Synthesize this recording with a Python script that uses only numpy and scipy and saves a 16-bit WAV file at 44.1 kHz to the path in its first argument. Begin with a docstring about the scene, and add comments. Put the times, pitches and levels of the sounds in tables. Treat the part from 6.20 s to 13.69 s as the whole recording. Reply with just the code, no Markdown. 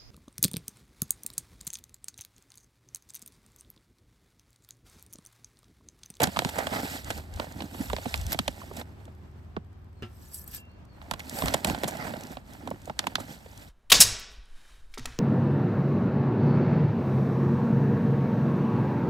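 """Seeds hiss close on the right as a metal trowel digs in a plastic sack; its film rustles, its creases pop.
The trowel knocks on a plastic tube feeder, seeds slide off its ringing blade, and it digs in the sack again.
Behind lie open air, a droning far engine, buffeting gusts and a few faint bird chirps.
Collisions are swarms of noise grains and tiny tones; creases and thuds are dying bursts of band noise.
Blade and feeder are sums of decaying modes, the engine is steady sines and the birds are gliding tones."""
import sys
import numpy as np
from scipy import signal
from scipy.fft import rfft, irfft, next_fast_len
from scipy.io import wavfile
from scipy.ndimage import uniform_filter1d

SR = 44100
rng = np.random.default_rng(int(sys.argv[2]) if len(sys.argv) > 2 else 0)


def store_pcm(level_fs):
    """Save levels as 16-bit WAV."""
    pcm = np.round(np.clip(level_fs, -1, 1) * 32767).astype(np.int16)
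    wavfile.write(sys.argv[1], SR, np.atleast_2d(pcm).T)


N = 330309
TIME = np.arange(N) / SR


def undb(db):
    """Level to amplitude: 20 dB is a factor of ten."""
    return 10 ** (np.asarray(db) / 20)


def unit(x):
    """Normalisation: scale the whole signal to rms 1."""
    return x / np.sqrt(np.mean(x ** 2))


def noise(size, spread):
    """Partial coherence: two channels share one noise and each adds its own, scaled by spread."""
    common = rng.standard_normal(size)
    return unit(common + spread * rng.standard_normal((2, size)))


def colour(x, points):
    """Spectral shaping: filter with a hz, db curve interpolated over log frequency, then scale to rms 1."""
    hz, db = np.transpose(points)
    size = next_fast_len(N + 4096)
    f = np.fft.rfftfreq(size, 1 / SR) + 1
    gain = undb(np.interp(np.log(f), np.log(hz), db))
    return unit(irfft(rfft(x, size) * gain, size)[..., :N])


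def band(x, lo_hz, hi_hz, order=2):
    """Band limitation: a causal band-pass."""
    top = min(hi_hz, .47 * SR)
    edges = [min(lo_hz, top - 20), top]
    return signal.sosfilt(signal.butter(order, edges, "band", fs=SR, output="sos"), x)


def walk(rate):
    """Slow random fluctuation: smoothed random steps, rate per second, of rms 1."""
    k = int(SR / rate)
    steps = np.repeat(rng.standard_normal(N // k + 1), k)
    return unit(uniform_filter1d(steps, k)[:N])


def catch_and_slip():
    """Stick-slip friction: the trowel catches and slips, so the level wavers by 1.5 dB rms."""
    return undb(1.5 * walk(27))


def grains(rate, scatter_db, decay_s, spread):
    """Granular collisions: random impacts of very unequal size, each a short swell of noise."""
    chance = rng.random(N)
    size = np.minimum(rng.exponential(size=N), 5)
    energy = (chance < rate / SR) * undb(scatter_db * size) ** 2
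    for lag_s in (decay_s, decay_s / 2):
        energy = signal.lfilter([1], [1, -np.exp(-2 / (lag_s * SR))], energy + 1e-18)
    local_mean = np.abs(uniform_filter1d(energy, SR // 10)) + 1e-9  # evens the level over 0.1 s
    return np.sqrt(energy / local_mean) * noise(N, spread)


def pings(count, scatter_db, cycles, range_hz):
    """Impact ringing: each hard seed gives a tiny tone of a few cycles at its own pitch."""
    out, t = np.zeros((2, N)), TIME[:SR // 100]
    low_hz, high_hz = range_hz
    for when, pitch, size, turn in rng.random((count, 4)):
        hz = low_hz * (high_hz / low_hz) ** pitch
        age = t * hz / cycles
        tone = np.sin(2 * np.pi * hz * t + turn * np.array([[1], [-1]]))  # opposite phase shifts
        add(out, when * TIME[-1], undb(scatter_db * size ** 2) * age * np.exp(-age) * tone)
    return unit(out)


def ring(modes, free=1, spread=1.9):
    """Modal superposition: decaying sines, shortened by holding, with scattered phases at the two sides."""
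    t = TIME[:SR]
    out = 0
    for hz, db, t60, *_ in modes:
        phase = min(hz / 2000, 1) * spread * rng.uniform(-1, 1, (2, 1))
        decay = undb(-60 * t / (t60 * free))
        out = out + undb(db) * np.sin(2 * np.pi * hz * t + phase) * decay
    return out


def burst(lo_hz, hi_hz, db, rise_s, decay_s, spread, order=2):
    """Transient excitation: a quick rise and exponential decay of band noise; db sets its overall level."""
    t = TIME[:SR // 10]
    tail = undb(-34.0) * np.exp(-t / 0.0084)  # the table top scatters a faint tail
    shape = (1 - np.exp(-t / rise_s)) * (np.exp(-t / decay_s) + tail)
    y = band(noise(len(t), spread) * shape, lo_hz, hi_hz, order=order)
    return unit(y) * undb(db - 11.0)  # rms over the whole 0.1 s


def add(out, s, x):
    """Linear superposition: mix a short sound in at time s."""
    i = max(int(s * SR), 0)
    out[:, i:i + x.shape[1]] += x[:, :N - i]


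def swells(table, edge_db, roundness):
    """Energy addition: rows swell and die, edge_db down at rise and fall ends; one gain per level column."""
    power = 0
    for peak_s, rise_s, fall_s, *db in table:
        away = np.maximum((peak_s - TIME) / rise_s, (TIME - peak_s) / fall_s)
        away = np.minimum(away, 3)
        power = power + np.outer(undb(db), undb(edge_db * away ** roundness)) ** 2
    return np.sqrt(power)


# two microphone ports hearing a sound from the right: hz, left_lead_rad, left_minus_right_db
PORT_DIFFERENCES = [(0, 0, 0), (200, -.3, -2), (700, -.7, -7), (1800, -2.6, -5), (2600, -3.9, -4),
                    (3400, -5.8, -3), (4400, -6.7, -3), (6700, -7, -2), (8500, -5.2, 0), (9700, -3.1, 0),
                    (12000, 0, 0), (14700, 3.1, 0), (17000, 5.5, 0)]


def ports(x, side):
    """Interaural-style cues: phase and level differ by frequency; side scales only the level difference."""
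    size = next_fast_len(N + 4096)
    hz, lead, pan_db = np.transpose(PORT_DIFFERENCES)
    f = np.fft.rfftfreq(size, 1 / SR)
    pair = undb(np.array([[1], [-1]]) * side * np.interp(f, hz, pan_db) / 2)
    pair = pair / np.sqrt(np.mean(pair ** 2, axis=0))  # keeps the total power at each frequency
    pair = pair * np.exp(1j * np.outer([1, 0], np.interp(f, hz, lead)))
    return irfft(rfft(x, size) * pair, size)[:, :N]


def thud(db):
    """Low-frequency yielding: the heavy wall of the sack gives way once."""
    return burst(128, 285, db, 0.0019, 0.0083, spread=0.73)


# creases of the sack popping; levels before small trims:
# start_s, crunch_length_s, flap_hz, flap_level_db, crack_level_db, tick_level_db
CREASE_POPS = [(0.003, 0.0012, 690, -25, -31.5, -37), (0.018, 0.0014, 810, -23.5, -29.5, -32),
               (0.0334, 0.00045, 950, -24.5, -29, -23), (0.036, 0.0028, 900, -43, -23, -25),
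               (0.071, 0.0016, 720, -32, -35.5, -39), (0.161, 0.0041, 1160, -33.5, -34.5, -52),
               (0.1686, 0.0025, 1040, -25, -33.5, -43), (0.19, 0.0012, 870, -25.5, -23, -30),
               (0.22, 0.001, 766, -30, -41, -56), (0.248, 0.00086, 780, -29.5, -29.5, -37),
               (0.289, 0.0025, 910, -37.5, -38, -40), (0.383, 0.0053, 880, -30.5, -36, -33.5),
               (0.4688, 0.0016, 844, -30, -30.5, -41.5), (0.903, 0.0039, 900, -28.5, -31, -35),
               (1.197, 0.0019, 820, -28, -33, -48), (1.404, 0.0026, 760, -37.5, -38, -61),
               (1.42, 0.0019, 813, -39, -40.5, -48), (1.545, 0.002, 860, -41, -53, -55),
               (1.699, 0.0013, 1340, -32.5, -40.5, -48), (1.731, 0.0013, 660, -25.5, -34, -47),
               (1.765, 0.00039, 880, -37.5, -34.5, -46), (1.783, 0.0021, 710, -35.5, -43, -58),
               (1.856, 0.0017, 700, -31, -43, -56), (1.941, 0.00088, 990, -33, -25.5, -39),
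               (2.12, 0.00097, 880, -44, -34, -36), (2.127, 0.0026, 1280, -46, -33, -34),
               (2.145, 0.001, 760, -33.5, -39.5, -57), (2.1891, 0.0019, 940, -29.5, -24.5, -32),
               (2.2785, 0.0016, 760, -26, -27, -33), (2.283, 0.00097, 640, -35.5, -40, -58),
               (2.416, 0.002, 1090, -42.5, -59, -66), (2.512, 0.0021, 620, -39, -60, -72),
               (2.566, 0.0038, 900, -58, -46, -42), (2.612, 0.0024, 845, -38.5, -43, -57),
               (2.878, 0.003, 720, -47, -63, -78), (3.365, 0.0007, 1280, -36, -47, -78),
               (3.367, 0.00099, 615, -33, -61, -86), (4.815, 0.0019, 1210, -47.5, -51, -75),
               (4.9114, 0.00073, 1110, -28, -31, -33.5), (4.936, 0.0021, 990, -35.5, -37, -43),
               (4.993, 0.0034, 980, -43, -41, -44.5), (5.221, 0.00098, 970, -29, -33, -39),
               (5.257, 0.0022, 900, -34, -37, -34), (5.282, 0.0012, 980, -34.5, -28.5, -36),
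               (5.339, 0.00048, 920, -44, -27.5, -36.5), (5.342, 0.0017, 920, -21, -26, -26),
               (5.446, 0.0016, 880, -27.5, -25.5, -25.5), (5.469, 0.0052, 910, -34, -40, -34.5),
               (5.498, 0.00093, 754, -28, -32.5, -43), (5.546, 0.0023, 880, -30.5, -35.5, -50),
               (5.634, 0.0013, 744, -26, -32, -37), (5.641, 0.0022, 726, -29, -31.5, -39),
               (5.676, 0.0083, 690, -34.5, -39.5, -30.5), (5.937, 0.0019, 800, -34, -44, -69),
               (6.169, 0.0016, 890, -36.5, -44, -65), (6.474, 0.0016, 770, -32, -43.5, -49.5),
               (6.5117, 0.0016, 720, -28.5, -52, -67), (6.675, 0.0024, 720, -37.5, -61, -66),
               (6.6968, 0.0013, 825, -29, -42.5, -78), (6.791, 0.0012, 1060, -33, -23.5, -30),
               (6.84, 0.0018, 796, -39, -46.5, -66), (6.868, 0.0026, 950, -26, -29.5, -36.5),
               (6.9542, 0.0013, 1330, -31.5, -23.5, -36.5), (6.982, 0.0012, 710, -34, -57, -62),
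               (7, 0.0062, 750, -36.5, -47, -43), (7.26, 0.0037, 595, -46, -57, -68)]
# the load slumping against the wall of the sack: start_s, level_db
LOAD_SLUMPS = [(0.039, -27), (0.07, -27), (0.249, -25), (1.408, -38.5), (1.601, -26.5), (1.859, -28),
               (2.146, -33), (2.192, -26), (3.367, -31.5), (5.234, -24), (5.447, -29), (5.501, -27),
               (5.64, -27.5), (5.898, -34.5)]


def creases():
    """Buckling: a crease ticks, cracks and flaps, the wall thuds just later; at times the load slumps."""
    out = np.zeros((2, N))
    for s, length, flap_hz, flap_db, crack_db, tick_db in CREASE_POPS:
        # a tighter crease cracks louder than it flaps, and sounds higher
        crack_hz = 2550 * 2 ** (.018 * (crack_db - flap_db))
        tick = burst(5800, 11460, tick_db - 0.4, length * 1.4, length * 0.77, spread=0.047)
        crack = burst(crack_hz / 2.14, crack_hz * 1.67, crack_db + 0.2,
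                      length * 3.3, length * 0.92, spread=1.0, order=3)
        flap = burst(flap_hz / 1.69, flap_hz * 1.162, flap_db + 0.51, 0.00026, 0.0041, spread=0.36)
        for part in (tick, crack, flap):
            add(out, s, part)
        add(out, s + 0.00087, thud(flap_db - 7))  # bending waves are slower
    for s, db in LOAD_SLUMPS:
        add(out, s, thud(db))
    return out


# pushes of the trowel through the sack, and near 3.17 s seeds settling faintly in the lifted trowel;
# levels before trims and wavering: peak_s, rise_s, fall_s, seed_hiss_db, film_rustle_db, sack_wall_db
DIGGING_SWELLS = [(0.035, 0.24, 0.054, -40, -34, -31), (0.27, 0.29, 0.56, -44, -50.5, -54),
                  (0.395, 0.066, 0.074, -55, -38.5, -40.5), (0.56, 0.11, 0.16, -41.5, -40, -39),
                  (0.71, 0.12, 0.14, -38.5, -50, -47), (0.91, 0.097, 0.17, -46, -50, -44.5),
                  (1.23, 0.15, 0.14, -52.5, -51.5, -54.5), (1.44, 0.19, 0.053, -51, -55, -42),
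                  (1.63, 0.21, 0.066, -49, -53.5, -45.5), (1.89, 0.35, 0.48, -45, -55, -59.5),
                  (2.135, 0.064, 0.019, -38, -44.5, -41), (2.43, 0.16, 0.1, -51, -56.5, -51.5),
                  (2.595, 0.081, 0.039, -48.5, -52, -45), (2.78, 0.28, 0.26, -68.5, -66, -59.5),
                  (3.17, 0.41, 0.22, -75.5, -75.5, -65), (4.88, 0.15, 0.51, -63.5, -59, -57.5),
                  (5.14, 0.16, 0.16, -47.5, -63, -51), (5.245, 0.16, 0.21, -40, -41, -38),
                  (5.49, 0.069, 0.091, -41, -41, -36), (5.76, 0.25, 0.3, -46, -43, -39.5),
                  (5.91, 0.035, 0.026, -69, -56, -46), (6.13, 0.33, 0.086, -55, -55, -49.5),
                  (6.33, 0.1, 0.38, -59, -61.5, -56.5), (6.49, 0.084, 0.077, -63, -54.5, -40),
                  (6.68, 0.097, 0.028, -55.5, -59.5, -53), (6.81, 0.042, 0.22, -57.5, -53, -50),
                  (7.0, 0.029, 0.062, -48, -49.5, -42.5), (7.12, 0.071, 0.049, -48.5, -54.5, -47.5),
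                  (7.36, 0.97, 0.88, -57, -64.5, -66.5)]
# spectra of seeds, film and sack wall: hz, relative_level_db
SEED_SPECTRUM = [(500, -21), (1300, 1.5), (2000, 10), (3000, 0), (4500, 1.9), (6500, -4.5), (8300, 3),
                 (9700, -3), (11000, -2), (13500, 0), (15500, -12.5)]
FILM_SPECTRUM = [(200, -13), (400, -4), (600, 4), (850, 4), (1150, -9.5), (1450, -3), (2000, -6),
                 (3000, -15.5), (6000, -30.5)]
WALL_SPECTRUM = [(40, -24), (100, -4.5), (170, -1.5), (280, 1), (400, -14), (800, -29.5), (2000, -53)]
# pitch range of seeds striking each other: lowest_hz, highest_hz
SEED_PITCH_RANGE = (2537, 8470)


def digging():
    """Granular friction: seeds grind past the blade or settle on it, the film crackles, the wall shudders."""
    hiss, film, wall = swells(DIGGING_SWELLS, edge_db=-15.5, roundness=1.96) * catch_and_slip()
    seeds = colour(grains(rate=6000, scatter_db=1.5, decay_s=0.0003, spread=0.35), SEED_SPECTRUM)
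    clicks = pings(count=6000, scatter_db=11, cycles=4, range_hz=SEED_PITCH_RANGE)
    rustle = colour(grains(rate=800, scatter_db=3.4, decay_s=0.003, spread=0.81), FILM_SPECTRUM)
    shudder = colour(grains(rate=130, scatter_db=3.5, decay_s=0.0079, spread=0.24), WALL_SPECTRUM)
    grinding = undb(-1.24) * seeds + undb(-6) * clicks
    return hiss * grinding + film * undb(6) * rustle + wall * undb(1.5) * shudder


# spectrum of the open air: hz, relative_level_db
AIR_SPECTRUM = [(25, -1.5), (55, 6), (120, 2), (220, -1), (400, -12), (700, -13), (1200, -16.5),
                (2000, -23.5), (4200, -32.5), (6500, -37.5), (12000, -53.5), (15500, -47)]
# slow course of the open air, before a fixed lift and wavering: time_s, relative_level_db
AIR_COURSE = [(3.2, -56), (3.6, -58), (4.4, -55.5)]
# course of the far engine: time_s, level_db
ENGINE_COURSE = [(0, -47.5), (3.3, -46.5), (3.9, -51.5), (4.7, -56.5), (7.49, -57)]
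# steady lines of the engine, before wavering: pitch_hz, relative_level_db
ENGINE_LINES = [(77.3, 3.5), (96.8, 1.5), (54, -11), (137, -8.5), (221, -14), (314, -20.5), (367, -13),
                (409.5, -20)]
# gusts buffeting the microphone: peak_s, relative_level_db
WIND_GUSTS = [(0.87, -38), (0.97, -36.5), (1.165, -32.5), (1.72, -33), (1.99, -29), (2.07, -29),
              (2.29, -39.5), (4.939, -39), (5.26, -30), (5.51, -35)]


def garden():
    """Incoherent addition: open air, a far engine whose low lines beat, and buffeting on the ports."""
    low = colour(noise(N, 0.23), AIR_SPECTRUM)
    wide = colour(noise(N, 6.7), AIR_SPECTRUM)
    air = band(low, 27, 210, order=1) + band(wide, 260, 11000, order=1)
    air_db = np.interp(TIME, *np.transpose(AIR_COURSE)) + 4.5
    out = air * undb(air_db + .5 * walk(1.5) + walk(30))

    drift = np.cumsum(1 + 0.0015 * walk(2)) / SR  # all lines drift in pitch together
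    engine = 0
    for hz, db in ENGINE_LINES:
        engine = engine + undb(db + walk(4.4)) * np.sin(2 * np.pi * (hz * drift + rng.random()))
    out += unit(engine) * undb(np.interp(TIME, *np.transpose(ENGINE_COURSE)))

    gusts = [(s, 0.043, 0.043, db) for s, db in WIND_GUSTS]  # equal rise and fall in s
    wind = swells(gusts, edge_db=-11.0, roundness=1.1)
    out += wind * unit(band(noise(N, 0.4), 46, 87))
    return out


# single seeds snapping free in the sack or dropping back: start_s, relative_level_db
LONE_SEEDS = [(0.2957, -25.5), (0.6035, -27.5), (0.845, -30), (0.9768, -31.5), (1.1388, -34), (1.161, -36),
              (1.3227, -36), (1.9583, -27), (1.976, -28), (2.0128, -29.5), (2.066, -25), (2.5357, -40),
              (2.597, -33), (2.8534, -42.5), (2.95, -55.5), (4.652, -53), (4.8229, -50), (5.0956, -23.5),
              (5.1878, -24.5), (5.5864, -32), (5.7094, -31), (5.77, -30.5), (5.967, -36), (6.009, -34),
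              (6.0353, -30.5), (6.0693, -35), (6.1182, -37), (6.335, -37), (6.5041, -34.5), (6.6177, -43),
              (6.656, -35.5), (7.376, -35)]


def settling():
    """Isolated impacts: seeds snap free with dry ticks of varied pitch; stray ones keep slipping faintly."""
    slipping = grains(rate=30, scatter_db=2.8, decay_s=0.0013, spread=0.36)
    out = undb(-82.5) * colour(slipping, SEED_SPECTRUM)
    for (s, db), octaves in zip(LONE_SEEDS, rng.uniform(-0.4, 0.2, len(LONE_SEEDS))):
        hz = 6160 * 2 ** octaves
        add(out, s, burst(hz / 2, hz * 2, db - 14, 0.00023, 0.0019, spread=.25))
    return out


# the loaded blade rasping over the film, before wavering: peak_s, rise_s, fall_s, level_db
BLADE_SCRAPES = [(.39, 0.035, 0.071, -37.5), (.56, 0.053, 0.04, -33), (.88, 0.033, 0.028, -45),
                 (5.26, 0.036, 0.053, -39), (5.82, 0.032, 0.025, -35)]
# spectrum of the rasp: hz, relative_level_db
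RASP_SPECTRUM = [(400, -24), (700, 5), (1000, -2), (1300, 9), (1600, -14), (2000, 10), (2700, -21),
                 (5000, -10), (9000, -41)]


def scraping():
    """Sliding friction: the loaded blade drags over the film in short, dense rasps."""
    push = swells(BLADE_SCRAPES, edge_db=-17.5, roundness=1.7) * catch_and_slip()
    return push * colour(grains(rate=700, scatter_db=2.6, decay_s=.0012, spread=.9), RASP_SPECTRUM)


# seeds sliding along the trowel, in the sack or off its tip; levels before trims:
# peak_s, rise_s, fall_s, stream_db, blade_rattle_db
SEED_SLIDES = [(1.62, 0.09, 0.14, -52.5, -73), (4.07, 0.15, .1, -61.5, -65),
               (4.15, 0.03, 0.071, -43.5, -61.5), (4.282, 0.017, 0.053, -55, -65),
               (4.352, 0.037, 0.031, -44.5, -48.5), (5.165, .03, .11, -42, -62)]
# spectrum of the falling stream: hz, relative_level_db
STREAM_SPECTRUM = [(2000, -27.5), (3600, -19.5), (4500, -6.5), (6500, -12), (7700, 9.5), (9700, -0.5),
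                   (11000, 4.5), (12200, 9), (13500, 2.5), (15500, 4)]
# pitch range of seeds tinkling on blade and tube: lowest_hz, highest_hz
TINKLE_PITCH_RANGE = (4225, 15170)
# modes of the trowel blade ringing freely: pitch_hz, relative_level_db, t60_s, gain_when_seeds_stir_it_db
BLADE_MODES = [(1723, -13, 1, 4.5), (2730, 5.5, 0.66, -26), (4060, -12.5, .1, -2.5), (4760, -6.5, .1, 0.5),
               (5200, -10, 0.12, 7), (6030, -1, 0.081, 1), (6880, -8, 0.11, 2.5), (7550, -9.5, 0.076, -1.5),
               (8300, -6, 0.11, -1), (8730, -10, .08, 1.5), (10930, -14, .08, 2), (11850, -9, .06, 5.5),
               (12300, -8, 0.06, 4.5), (13700, -6, .07, 4)]
# single seeds hitting the blade or the tube hard: start_s, relative_level_db, pitch_hz
HARD_HITS = [(2.122, -31.5, 12540), (2.130, -29, 12700), (4.144, -38.5, 10600), (4.2412, -49, 12400),
             (4.2770, -42, 12200), (4.347, -36, 13700), (4.3668, -46, 8000), (5.002, -38, 2040)]


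def pouring():
    """Forced resonance: sliding seeds make the blade sing, then tinkle down the tube onto the heap."""
    stream, rattle = swells(SEED_SLIDES, edge_db=-10.0, roundness=1.44)
    shower = grains(rate=5000, scatter_db=1.5, decay_s=.0003, spread=.3)
    shower = shower + pings(count=6000, scatter_db=12, cycles=9, range_hz=TINKLE_PITCH_RANGE)
    patter = stream * colour(shower, STREAM_SPECTRUM)
    taps = rattle * grains(rate=1500, scatter_db=1, decay_s=0.0014, spread=1.0)

    stirred = [(hz, db + stirred_db, t60) for hz, db, t60, stirred_db in BLADE_MODES]
    blade = ring(stirred, free=.42)
    blade = blade / np.sqrt(np.sum(blade ** 2) / 2)
    blows = band(taps, 1600, 12000, order=1) + patter  # every seed that strikes the blade stirs its modes
    sung = signal.fftconvolve(blows, blade, axes=1)[:, :N]

    out = undb(0.5) * patter + undb(1) * sung + undb(7) * band(taps, 1150, 4600)
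    for s, db, hz in HARD_HITS:
        add(out, s, burst(hz / 1.02, hz * 1.08, db, .0003, 0.0021, spread=0.25, order=1))
    return out


# faint bird chirps, pitches before the arch: start_s, length_s, start_pitch_hz, end_pitch_hz, level_db
BIRD_CHIRPS = [(3.74, 0.086, 4350, 3860, -83), (4.47, .07, 3960, 4600, -80.5),
               (4.656, 0.12, 4600, 3900, -78.5)]


def bird():
    """Frequency modulation and reverberation: arched pitch glides, smeared by the fence and trees."""
    out, t = np.zeros((2, N)), TIME[:SR // 3]
    for s, length, start_hz, end_hz, db in BIRD_CHIRPS:
        hz = np.linspace(start_hz, end_hz, int(length * SR))
        hz = hz + 119.3 * np.hanning(len(hz))  # bows upwards in the middle
        chirp = np.hanning(len(hz)) * np.sin(2 * np.pi * np.cumsum(hz) / SR)
        echoes = rng.standard_normal((2, len(t))) * undb(-60 * t / 0.26)  # t60 of 0.26 s
        add(out, s, undb(db) * unit(signal.fftconvolve(echoes, chirp[None], axes=1)))
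    return out


# blows of the trowel on the feeder; levels scale the modes:
# start_s, blade_ring_db, feeder_db, share_of_free_ringing_time
FEEDER_KNOCKS = [(3.823, -51.5, -33.5, 0.22), (3.830, -58, -30.5, .15), (4.379, -56.5, -54.5, 0.86)]
# modes of the feeder, plastic body low and wire cage high: pitch_hz, relative_level_db, t60_s
FEEDER_MODES = [(102.3, 2.5, 0.27), (225, 6.5, 0.098), (356, 3.5, 0.19), (733, -18, 0.18),
                (1220, -17, 0.14), (1346, -7, 0.22), (1700, -6.5, 0.044), (2820, -11, 0.064),
                (2970, -8, 0.076), (3400, -19, 0.098), (5006, -19, .09)]


def knocks():
    """Impact and damping: the blade clanks, bounces once and rocks the feeder; the last blow rings longer."""
    blade, feeder = np.zeros((2, 2, N))
    for s, ring_db, feeder_db, free in FEEDER_KNOCKS:
        add(blade, s, undb(ring_db) * ring(BLADE_MODES, free, spread=0.33))
        add(feeder, s, burst(360, 2900, feeder_db - 15.0, 0.00037, 0.029, spread=1.0))
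        add(feeder, s + 0.00075, undb(feeder_db - 6) * ring(FEEDER_MODES))
    return ports(blade, side=.5) + feeder


def scene():
    """Spatial superposition: the sack close on the right, the feeder ahead, the garden all round."""
    sack = creases() + digging() + settling() + scraping()
    return ports(sack, side=1) + garden() + ports(pouring(), side=0.61) + bird() + knocks()


def record(dry):
    """Band limitation: the recorder cuts the deepest rumble and everything above 16 kHz."""
    dry = signal.sosfilt(signal.butter(2, 28, "high", fs=SR, output="sos"), dry)
    return signal.sosfilt(signal.ellip(8, .2, 70, 16000, fs=SR, output="sos"), dry)


dry = scene()
out = record(dry)
store_pcm(out)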